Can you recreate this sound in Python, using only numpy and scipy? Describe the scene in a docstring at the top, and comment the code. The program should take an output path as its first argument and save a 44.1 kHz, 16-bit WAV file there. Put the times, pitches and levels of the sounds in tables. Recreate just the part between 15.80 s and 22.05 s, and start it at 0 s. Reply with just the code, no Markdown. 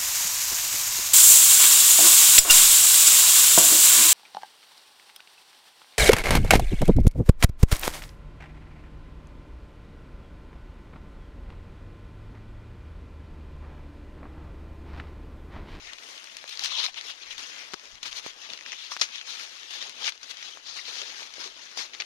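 """A dry rustle swells and fades as someone pushes slowly through tall maize, a camera among the leaves.
The rustle is stick-slip friction: stiff blades slide over each other in countless tiny slips, and now
and then grip and creak. Buckling blades release their strain in sharp crackles, and one rib snaps.
A few leaves and stalks knock against the casing; faint air rumbles at its two microphone ports."""
import sys
import numpy as np
from scipy import signal
from scipy.fft import rfft, irfft, next_fast_len
from scipy.io import wavfile
from scipy.ndimage import uniform_filter1d, map_coordinates

SR = 44100
rng = np.random.default_rng(int(sys.argv[2]) if len(sys.argv) > 2 else 0)


def transcribe(signal):
    """Save signal, clipped to [-1, 1], as a 16-bit WAV file at the path in sys.argv[1]."""
    frames = np.atleast_2d(signal).T
    limited = np.clip(frames, -1, 1)
    pcm = np.round(limited * 32767).astype(np.int16)
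    wavfile.write(sys.argv[1], SR, pcm)


N = 275625

# spectrum of moving air: frequency_hz, density_db
AIR_SPECTRUM = [(15, 3.5), (30, 3.5), (60, -2.5), (120, -7.5), (300, -17), (1000, -73)]
# puffs of air at the ports: peak_s, half_length_s, level_db
AIR_PUFFS = [(0.02, 0.1, -58.5), (0.853, .08, -63), (1.182, 0.1, -69), (1.536, 0.091, -64),
             (2.145, 0.06, -61), (2.342, 0.14, -65)]
# two leaves grip and creak: centre_s, level_db, pitch_hz, length_s
LEAF_CREAKS = [(0.824, -44.5, 865, 0.049), (0.923, -39.5, 1080, 0.035), (0.98, -46.5, 980, 0.26),
               (1.049, -40.5, 1150, 0.072), (1.089, -49.5, 750, 0.052), (1.511, -38, 3100, 0.033),
               (2.864, -37, 2210, 0.016), (2.93, -34, 2120, 0.031), (3.131, -44.5, 1130, 0.074),
               (4.235, -48, 865, 0.13), (4.282, -33, 2170, 0.068), (4.993, -38.5, 2050, 0.045),
               (5.087, -53, 480, 0.059), (5.227, -49, 500, 0.089), (5.601, -54.5, 350, 0.074),
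               (5.666, -57, 370, 0.11), (5.994, -37.5, 2300, .04), (6.150, -44.5, 2050, 0.06)]
# blows on the casing: start_s, level_db, pitch_hz, ring_q, thud_re_ring_db, left_minus_right_db
CASING_KNOCKS = [(0.641, -27.5, 1700, 1.7, -42, -1), (0.6418, -40, 556, 4.2, -42, -3),
                 (1.9361, -21.5, 1400, 0.47, -15, 11), (1.9414, -23, 1180, 1.6, -13, 33),
                 (2.23, -32, 900, 1, -19, 3), (2.4637, -22, 560, 0.53, -27, -43),
                 (3.1187, -28, 1110, 6.5, -57, 3), (3.166, -21, 1420, 1.8, -52, 0),
                 (3.2153, -30.5, 450, 2, -37, 2), (3.216, -27.5, 1290, 14, -39, 12),
                 (4.773, -34, 1080, 2.4, -38, 17), (5.422, -35, 860, 2.4, -27, 4),
                 (5.582, -38.5, 503, 2, -16, 2), (5.974, -30.5, 750, 2.9, -45, -3)]
# blades buckle: start_s, level_db, pitch_hz, edge_db (sets the top treble), decay_s
BLADE_BUCKLES = [(0.1326, -26, 3680, -47, 0.0024), (0.183, -32.5, 2580, -66, 0.0035),
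                 (0.287, -39, 2380, -41, 0.0022), (0.378, -29, 3100, -60, 0.0022),
                 (0.4416, -29, 5010, -37, 0.0014), (0.471, -32, 2800, -64, .002),
                 (0.5676, -23, 4900, -36, 0.0017), (0.585, -32, 2700, -66, .003),
                 (0.677, -31, 2950, -51, 0.0045), (0.692, -28.5, 4240, -34.5, 0.0049),
                 (0.773, -21, 4270, -52, 0.00091), (0.7926, -17, 4220, -36, 0.0018),
                 (0.8365, -18, 4840, -34, 0.0025), (0.8451, -17, 4690, -23, 0.0014),
                 (0.8555, -24, 3920, -27, .0015), (0.8582, -13.5, 4300, -44, 0.0017),
                 (0.941, -24, 3300, -50, 0.00071), (0.999, -20, 3540, -62, 0.0037),
                 (1.0112, -26, 4000, -40, .002), (1.0533, -21, 3180, -54, 0.0015),
                 (1.0624, -12, 4160, -55, 0.0013), (1.142, -30, 3200, -67, 0.003),
                 (1.2102, -23, 4100, -52, 0.0018), (1.5069, -27, 3200, -63, 0.0017),
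                 (1.5797, -27.5, 3300, -49, 0.0072), (1.762, -32, 2900, -63, 0.0011),
                 (1.995, -34, 2500, -64, 0.0018), (2.0542, -32.5, 3100, -55, .002),
                 (2.1538, -33.5, 4100, -56, 0.0017), (2.2286, -24, 4000, -46, 0.0085),
                 (2.3270, -22.5, 4200, -60, 0.0018), (2.7015, -25.5, 3500, -56, 0.0016),
                 (2.7336, -21, 4550, -54, 0.0016), (2.7742, -29.5, 2900, -62, 0.0031),
                 (2.789, -27, 2300, -68, .001), (2.809, -27, 1860, -70, 0.0013),
                 (2.8236, -33, 3200, -68, .0008), (2.835, -33, 4100, -68, .0007),
                 (2.8616, -24.5, 2180, -69, .0015), (2.9192, -17.5, 2400, -55, 0.00075),
                 (2.929, -30, 2580, -53, 0.0026), (3.118, -24, 4200, -56, 0.0011),
                 (3.171, -26, 5920, -52, .0015), (3.1966, -26, 5900, -58, 0.0007),
                 (3.203, -33, 6000, -66, 0.0012), (3.2880, -28.5, 3370, -68, 0.0018),
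                 (3.3565, -22, 3600, -62, .0018), (3.363, -29, 4000, -66, 0.002),
                 (3.412, -24, 2470, -74, 0.0025), (3.831, -26.5, 3800, -65, .001),
                 (3.934, -29, 3180, -66, 0.0046), (4.026, -22.5, 3600, -71, .0015),
                 (4.094, -28, 4000, -36, 0.0023), (4.243, -18, 3700, -55, 0.0017),
                 (4.267, -16.5, 3800, -48, 0.0013), (4.277, -16, 4200, -52, 0.0013),
                 (4.2895, -22, 2300, -32, 0.0053), (4.321, -29, 3600, -70, 0.0034),
                 (4.377, -33.5, 3880, -72, .0008), (4.43, -27.5, 5300, -62, 0.0027),
                 (4.569, -27.5, 3770, -58, 0.002), (4.626, -24, 3280, -58, 0.0018),
                 (5.08, -30, 4600, -60, .0015), (5.187, -27.5, 4500, -60, 0.0025),
                 (5.216, -22, 2860, -57, 0.0023), (5.428, -28.5, 2600, -69, 0.0051),
                 (5.5380, -28.5, 5530, -54, 0.0037), (5.6404, -25, 5000, -65, 0.0034),
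                 (5.9731, -21.5, 4260, -37, 0.0026), (6.134, -27, 2200, -77, 0.002),
                 (6.141, -26, 4130, -73, 0.0012), (6.148, -23.5, 3870, -62, 0.0013),
                 (6.2005, -18.5, 2280, -54, 0.0044), (6.208, -20.5, 4400, -64, 0.003),
                 (6.2200, -20, 2450, -47, 0.0021)]
# the two steps of a breaking rib: start_s, level_db, pitch_hz
RIB_BREAKS = [(3.2128, -9, 5500), (3.2148, -6, 4300)]
# spectrum of one slip on a blade: frequency_hz, density_db
SLIP_SPECTRUM = [(60, -36), (150, -25.5), (250, -15.5), (420, -11.5), (750, -9), (1150, -3.5), (1600, -1.5),
                 (2300, 0), (3500, 1.5), (5000, -0.5), (6600, -2), (7400, -17.5), (10000, -21.5),
                 (14000, -32)]
# leaves stirring all around: time_s, level_db
STIR_LEVELS = [(0.0, -46), (0.66, -50), (0.96, -39), (1.29, -49), (1.69, -42.5), (2.07, -47.5),
               (3.13, -47.5), (4.54, -48), (4.92, -49.5), (5.1, -46), (5.73, -49), (6.25, -45)]
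# leaves swing clear and the stirring drops (or rises, at negative depth): centre_s, depth_db
STIR_LULLS = [(.16, 6.5), (.405, 3), (.64, -2), (1.12, 6.5), (1.36, -1), (1.97, 4.5), (2.2, 6), (2.55, 0.5),
              (2.82, 0.5), (3.45, 0), (4.39, 5.5), (6.11, 4)]
# a leaf drags past, gripping harder until it slides free:
# peak_s, rise_s, release_s, level_db, rasp_hz, rasp_height_db, body_re_level_db, edge_re_level_db
LEAF_STROKES = [(.10, 0.065, 0.046, -44.5, 1950, 13, -12.5, -22),
                (.32, 0.16, .12, -46.5, 2420, 1, -13, -14.5), (.52, 0.4, 0.15, -49, 2380, 7.5, -14.5, -15),
                (.72, 0.038, 0.044, -37.5, 3700, 4, -35, -17),
                (0.859, 0.049, 0.027, -29.5, 3960, 3, -37, -18),
                (.985, 0.098, 0.063, -27.5, 3680, 12, -24, -21),
                (1.053, 0.037, 0.02, -26, 4070, 8, -24.5, -19),
                (1.085, 0.014, 0.015, -39, 2700, 8, -22, -17),
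                (1.175, 0.016, 0.031, -34, 3220, 11.5, -18.5, -21),
                (1.24, 0.046, 0.081, -41.5, 3300, -1, -17, -20),
                (1.308, 0.043, 0.019, -35, 3300, 8.5, -20, -19),
                (1.432, 0.019, 0.01, -40.5, 3160, 7, -20, -26),
                (1.475, 0.022, 0.031, -43, 3140, 7, -21, -21),
                (1.517, 0.024, 0.027, -39.5, 3120, 8.5, -29, -19),
                (1.6, 0.026, 0.11, -39.5, 3000, -1.5, -34, -22),
                (1.81, 0.14, 0.056, -44.5, 2440, 10, -15, -19),
                (2.261, 0.012, 0.035, -34, 3560, 2, -19.5, -21),
                (2.32, 0.013, 0.017, -40.5, 3600, 6.5, -20, -17),
                (2.383, 0.038, 0.018, -33, 4550, 1.5, -24, -18.5),
                (2.471, 0.033, 0.034, -37, 4140, -1.5, -18.5, -23),
                (2.63, 0.028, 0.068, -41.5, 3550, 1, -21, -25),
                (2.73, 0.057, 0.035, -41, 3660, 4, -13, -22), (2.89, 0.033, 0.05, -40, 3780, 7.5, -18, -22),
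                (2.929, 0.011, 0.012, -36.5, 2600, 6, -12.5, -27),
                (3.04, 0.11, 0.063, -39.5, 3770, 7, -41, -20.5),
                (3.118, 0.011, 0.038, -34, 6100, 7.5, -25, -18.5),
                (3.199, 0.011, 0.018, -38.5, 5870, 6, -18, -19),
                (3.36, 0.056, 0.047, -37, 3300, 5, -41, -24),
                (3.5, 0.034, 0.058, -35.5, 4130, 4.5, -29, -20),
                (3.61, 0.1, 0.075, -37, 4100, 1.5, -19, -19), (3.8, 0.19, 0.082, -44, 3330, 3, -33, -21),
                (3.945, 0.056, 0.037, -37, 3450, 7.5, -22, -17.5),
                (4.024, 0.092, 0.082, -36, 3530, 6, -17, -21.5),
                (4.23, 0.079, 0.056, -39, 3700, 6, -11.5, -19.5),
                (4.276, 0.048, 0.021, -27.5, 3920, 4, -25, -22),
                (4.44, 0.0069, 0.0085, -39.5, 5000, 5, -16, -18),
                (4.514, 0.025, 0.011, -36.5, 3400, 3, -19, -17.5),
                (4.67, 0.14, 0.089, -40.5, 3630, 3, -20.5, -22.5),
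                (4.896, 0.047, 0.047, -37, 4900, 9.5, -17.5, -20.5),
                (4.982, 0.058, 0.041, -35.5, 4480, 6.5, -21.5, -19.5),
                (5.083, 0.033, 0.021, -35, 4830, 7.5, -18.5, -18),
                (5.19, 0.11, 0.064, -34.5, 4400, 0.5, -21, -23),
                (5.29, 0.039, 0.032, -36.5, 4500, 1.5, -17, -23),
                (5.38, 0.08, 0.11, -39.5, 3500, 0, -20, -21),
                (5.63, 0.07, 0.072, -36.5, 4800, 4.5, -15.5, -20.5),
                (5.85, 0.11, 0.11, -45, 3500, -2, -16.5, -25),
                (5.985, 0.018, 0.064, -31, 5300, 4.5, -19, -19.5),
                (6.145, 0.0062, 0.0085, -40, 2100, -13, -23, -28),
                (6.208, 0.0078, 0.016, -38.5, 2090, 7, -14.5, -30)]
# the left port hears more of the presence range: frequency_hz, left_minus_right_db
PORT_BALANCE = [(150, .5), (770, 1.5), (1170, 3.3), (1800, 7), (2700, 10.5), (4200, 12), (6000, 11),
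                (6700, 14), (7400, 0)]


def amp(db):
    """Amplitude ratio of a level in decibels."""
    return 10 ** (np.asarray(db) / 20)


def unit(x):
    """Normalisation to an rms of 1."""
    return x / np.sqrt(np.mean(x ** 2) + 1e-20)


def along(points, hz):
    """Interpolation of (frequency_hz, value) points on a logarithmic frequency axis."""
    frequencies, values = np.transpose(points)
    return np.interp(np.log(hz + 1), np.log(frequencies + 1), values)


def wobble(rate_hz):
    """Smooth random modulation: a spline through rate_hz knots a second."""
    knots = rng.standard_normal(int(N * rate_hz / SR) + 4)
    return map_coordinates(knots, [np.arange(N) * rate_hz / SR])


def swell(peak_s, rise_s, release_s, drop_db=9):
    """Envelope peaking at 1, drop_db lower one rise time before and one release time after."""
    t = np.arange(N) / SR - peak_s
    away = np.where(t < 0, -t / max(rise_s, .004), t / max(release_s, .004))
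    near = away < 6
    curvature = np.where(t[near] < 0, 1.54, 1.79)
    gain = np.zeros(N)
    gain[near] = amp(-drop_db * away[near] ** curvature)
    return gain


def filtered(x, response):
    """Linear filtering: the spectrum is multiplied by a complex frequency response."""
    n = x.shape[-1]
    padded = next_fast_len(n + 4096)
    return irfft(rfft(x, padded) * response(np.fft.rfftfreq(padded, 1 / SR)), padded)[..., :n]


def coloured(x, gain_db, size=2048):
    """Minimum-phase filtering: folding the cepstrum makes a gain curve causal."""
    cepstrum = irfft(np.log(amp(gain_db(np.fft.rfftfreq(size, 1 / SR)))))
    cepstrum[..., 1:size // 2] *= 2
    cepstrum[..., size // 2 + 1:] = 0
    impulse_response = np.atleast_2d(irfft(np.exp(rfft(cepstrum))))
    return signal.fftconvolve(x, impulse_response, axes=1)[:, :x.shape[-1]]


def resonance(hz, centre_hz, q):
    """Response of a damped harmonic oscillator, 1 at its centre."""
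    return 1j * hz * centre_hz / q / (centre_hz ** 2 - hz ** 2 + 1j * hz * centre_hz / q)


def add(track, start_s, sound):
    """Superposition of a stereo sound on the track."""
    part = track[:, round(start_s * SR):][:, :sound.shape[1]]
    part += sound[:, :part.shape[1]]


def air(calm_db=-78):
    """Pressure fluctuations of light draughts rumble independently at each port."""
    puff_power = sum((amp(db) * swell(peak_s, half_s, half_s)) ** 2 for peak_s, half_s, db in AIR_PUFFS)
    rumble = filtered(rng.standard_normal((2, N)), lambda hz: amp(along(AIR_SPECTRUM, hz)))
    return np.sqrt(amp(calm_db) ** 2 + puff_power) * unit(rumble * amp(1.2 * wobble(19)))


def creaks():
    """Forced resonance: friction between gripping leaves briefly drives a narrow mode."""
    track = np.zeros((2, N))
    for centre_s, level_db, pitch_hz, length_s in LEAF_CREAKS:
        size = int(length_s * SR)
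        grip = rng.standard_normal(size) + 1.1 * rng.standard_normal((2, size))
        ring = unit(filtered(grip, lambda hz: resonance(hz, pitch_hz, q=3) ** 2))
        add(track, centre_s - length_s / 2, amp(level_db) * ring * np.hanning(size) ** 4)
    return track


def fracture(pitch_hz, decay_s, ring, edge, size=4096):
    """Acoustic emission: a dying run of fibre breaks rings a patch of leaf; edge tilts the top treble."""
    fade = np.exp(-np.arange(size) / SR / decay_s)
    direct, scattered = rng.standard_normal((2, size)) * amp(rng.standard_normal(size)) * fade
    direct[0] = 2.2  # the first break is the sharpest
    lag_s = rng.normal(.00014, .0001)
    right = .83 * filtered(direct, lambda hz: np.exp(-2j * np.pi * hz * lag_s)) + 1.02 * scattered
    rung = filtered(np.array([direct, right]), lambda hz: 1 + ring * resonance(hz, pitch_hz, q=3.5))
    # a small patch radiates little bass
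    patch_db = lambda hz: along([(150, -13), (700, -6), (2000, -2.5)], hz)
    tilt_db = lambda hz: edge * along([(6500, .011), (8000, .66)], hz)
    sound = coloured(rung, lambda hz: along(SLIP_SPECTRUM, hz) + patch_db(hz) + tilt_db(hz))
    return unit(sound) * np.sqrt(np.mean(fade ** 2))


def knocks(size=2048):
    """Impact excitation: the struck casing gives a tick, a ring and a thud, louder at the nearer port."""
    track, blow = np.zeros((2, N)), signal.unit_impulse(size)
    low_modes = lambda hz: resonance(hz, 410, q=2.4) - .22 * resonance(hz, 85, q=.6)
    thud = filtered(blow, lambda hz: low_modes(hz) / (1 + 1j * hz / 700))
    for start_s, level_db, pitch_hz, q, thud_db, pan_db in CASING_KNOCKS:
        ring = filtered(blow, lambda hz: resonance(hz, pitch_hz, q) / (1 + 1j * hz / 3000))
        tick = amp(-9.5) * fracture(pitch_hz, decay_s=.0022, ring=.7, edge=3, size=size)
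        knock = ring / np.abs(ring).max() + amp(thud_db) * thud / np.abs(thud).max()
        sides = amp([[pan_db / 2], [-pan_db / 2]])
        add(track, start_s, amp(level_db) * (knock + tick) * sides / sides.mean())
    return track


def ticks(count=170, level_db=-36, scatter_db=1.5, pitch_hz=3270, scatter_octaves=.55):
    """Small random buckles grow by a power law, more slowly than the rubbing, so stand out in lulls."""
    track, face_gain = np.zeros((2, N)), rubbing()[0]
    for onset, strength, detune in zip(rng.integers(0, N, count), *rng.standard_normal((2, count))):
        tick_hz = pitch_hz * 2 ** (scatter_octaves * detune)
        tick = fracture(tick_hz, decay_s=.001, ring=2.5, edge=-7, size=1024)
        push = (face_gain[onset] / amp(-40)) ** .65
        add(track, onset / SR, push * amp(level_db + scatter_db * strength) * tick)
    return track


def crackles(trim_db=-2.5, delay_s=.000789):
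    """Buckling releases a blade's strain in milliseconds; larger, lower patches ring more clearly."""
    track = np.zeros((2, N))
    for start_s, level_db, pitch_hz, edge_db, decay_s in BLADE_BUCKLES:
        ring = 1.35 * (3500 / pitch_hz) ** .7
        crack = fracture(pitch_hz, decay_s, ring, edge=edge_db - level_db + 25)
        add(track, start_s + delay_s, amp(level_db + trim_db) * crack)
    return track


def rib_snap(trim_db=-3):
    """Brittle fracture: a rib cracks in two steps, then its fibres tear on for a moment."""
    track = np.zeros((2, N))
    for start_s, level_db, pitch_hz in RIB_BREAKS:
        add(track, start_s, amp(level_db + trim_db) * fracture(pitch_hz, decay_s=.0012, ring=3.2, edge=5))
    tear = amp(-18) * fracture(pitch_hz=6300, decay_s=.019, ring=.67, edge=-1)
    add(track, RIB_BREAKS[-1][0], tear)
    return track


def rubbing(stir_trim_db=-.5, lull_half_s=.031):
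    """Incoherent sources add in power: strokes and stirring set three band gains and the mean rasp."""
    def traits(rasp_hz, height_db, body_db, edge_db):
        """Quantities to be weighted by each source's power."""
        return np.array([1, amp(body_db) ** 2, amp(edge_db) ** 2, np.log(rasp_hz), height_db])[:, None]
    stir_db = np.interp(np.arange(N) / SR, *np.transpose(STIR_LEVELS)) + stir_trim_db
    stir_db -= sum(depth_db * swell(at_s, lull_half_s, lull_half_s) for at_s, depth_db in STIR_LULLS)
    total = traits(rasp_hz=2220, height_db=.5, body_db=-15, edge_db=-20.5) * amp(stir_db) ** 2
    for peak_s, rise_s, release_s, level_db, *colour in LEAF_STROKES:
        power = (amp(level_db) * swell(peak_s, rise_s, release_s)) ** 2
        active = power > 0
        total[:, active] += traits(*colour) * power[active]
    face, body, edge, log_pitch_sum, height_sum = total
    return np.sqrt(face), np.sqrt(body), np.sqrt(edge), np.exp(log_pitch_sum / face), height_sum / face


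def slips(rate_hz, spread_db, scatter_s, lag_s=.00019):
    """Shot noise of uneven slips; each reaches the right port with the lag of its own direction."""
    count = int(rate_hz * N / SR)
    onsets = rng.uniform(0, N, count)
    impulses = amp(spread_db * np.minimum(rng.standard_normal(count), 2.7)) * rng.choice([-1, 1], count)
    lags = (lag_s + scatter_s * rng.standard_normal(count)) * SR
    return unit(np.array([np.bincount(at.astype(int) % N, impulses, N) for at in (onsets, onsets + lags)]))


def flexing(x, rasp_hz, height_db, patchy_db=1.6, width_octaves=.33):
    """Bending shifts a blade's resonances: a broad rasp glides while narrow peaks come and go."""
    hz, t, spectra = signal.stft(x, SR, nperseg=512)
    def patches(bins):
        """Random field, smoothed over frequency and time."""
        field = uniform_filter1d(rng.standard_normal(spectra.shape[1:]), size=bins, axis=0)
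        return unit(uniform_filter1d(field, size=4, axis=1))
    framed = lambda curve: np.interp(t, np.arange(N) / SR, curve)
    octaves = np.log2((hz[:, None] + 1) / framed(rasp_hz))
    bump = lambda offset: np.exp(-.5 * (offset / width_octaves) ** 2)
    rasp_db = framed(height_db) * (bump(octaves) + .15 * bump(octaves + 2))  # plus a low whole-blade mode
    gain = amp(rasp_db + patchy_db * (patches(bins=2) + patches(bins=7)))
    power = amp(along(SLIP_SPECTRUM, hz))[:, None] ** 2
    gain /= np.sqrt((power * gain ** 2).sum(axis=0) / power.sum())  # the colour shifts, the energy stays
    return unit(signal.istft(spectra * gain, SR, nperseg=512)[1][:, :N])


def rustle(body_hz=1000, edge_hz=7400):
    """Stick-slip friction sounds through the blades in three bands: hollow body, rasping face, dry edge."""
    face_gain, body_gain, edge_gain, rasp_hz, height_db = rubbing()
    slide = slips(rate_hz=24000, spread_db=3, scatter_s=.00012)
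    crinkle = amp(-7.5) * slips(rate_hz=520, spread_db=.5, scatter_s=.00015)
    catching = amp(.8 * wobble(70) + .7 * wobble(260))  # edges catch and let go
    friction = flexing((slide + crinkle) * catching, rasp_hz, height_db)
    leaf = coloured(friction, lambda hz: along(SLIP_SPECTRUM, hz))
    low = lambda hz: 1 / (1 + (hz / body_hz) ** 4)
    high = lambda hz: 1 - 1 / (1 + (hz / edge_hz) ** 40)
    body = unit(filtered(leaf, low)) * body_gain
    face = unit(filtered(leaf, lambda hz: 1 - low(hz) - high(hz))) * face_gain
    edge = unit(filtered(leaf, high)) * edge_gain
    return body + face + edge


def scene():
    """Free field: the close sources superpose without reverberation."""
    return rustle() + crackles() + ticks() + creaks() + rib_snap() + knocks() + air()


def record(dry, top_hz=14700):
    """Frequency response of the camera: two ports of different colour, then a steep band limit."""
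    def port_db(hz):
        """Gain of each port, with their mean power held at 1."""
        balance_db = along(PORT_BALANCE, hz)
        sides_db = np.array([balance_db, -balance_db]) / 2
        return sides_db - 10 * np.log10(np.mean(amp(sides_db) ** 2, axis=0))
    return filtered(coloured(dry, port_db), lambda hz: 1 / (1 + (hz / top_hz) ** 80))


dry = scene()
out = record(dry)
transcribe(out)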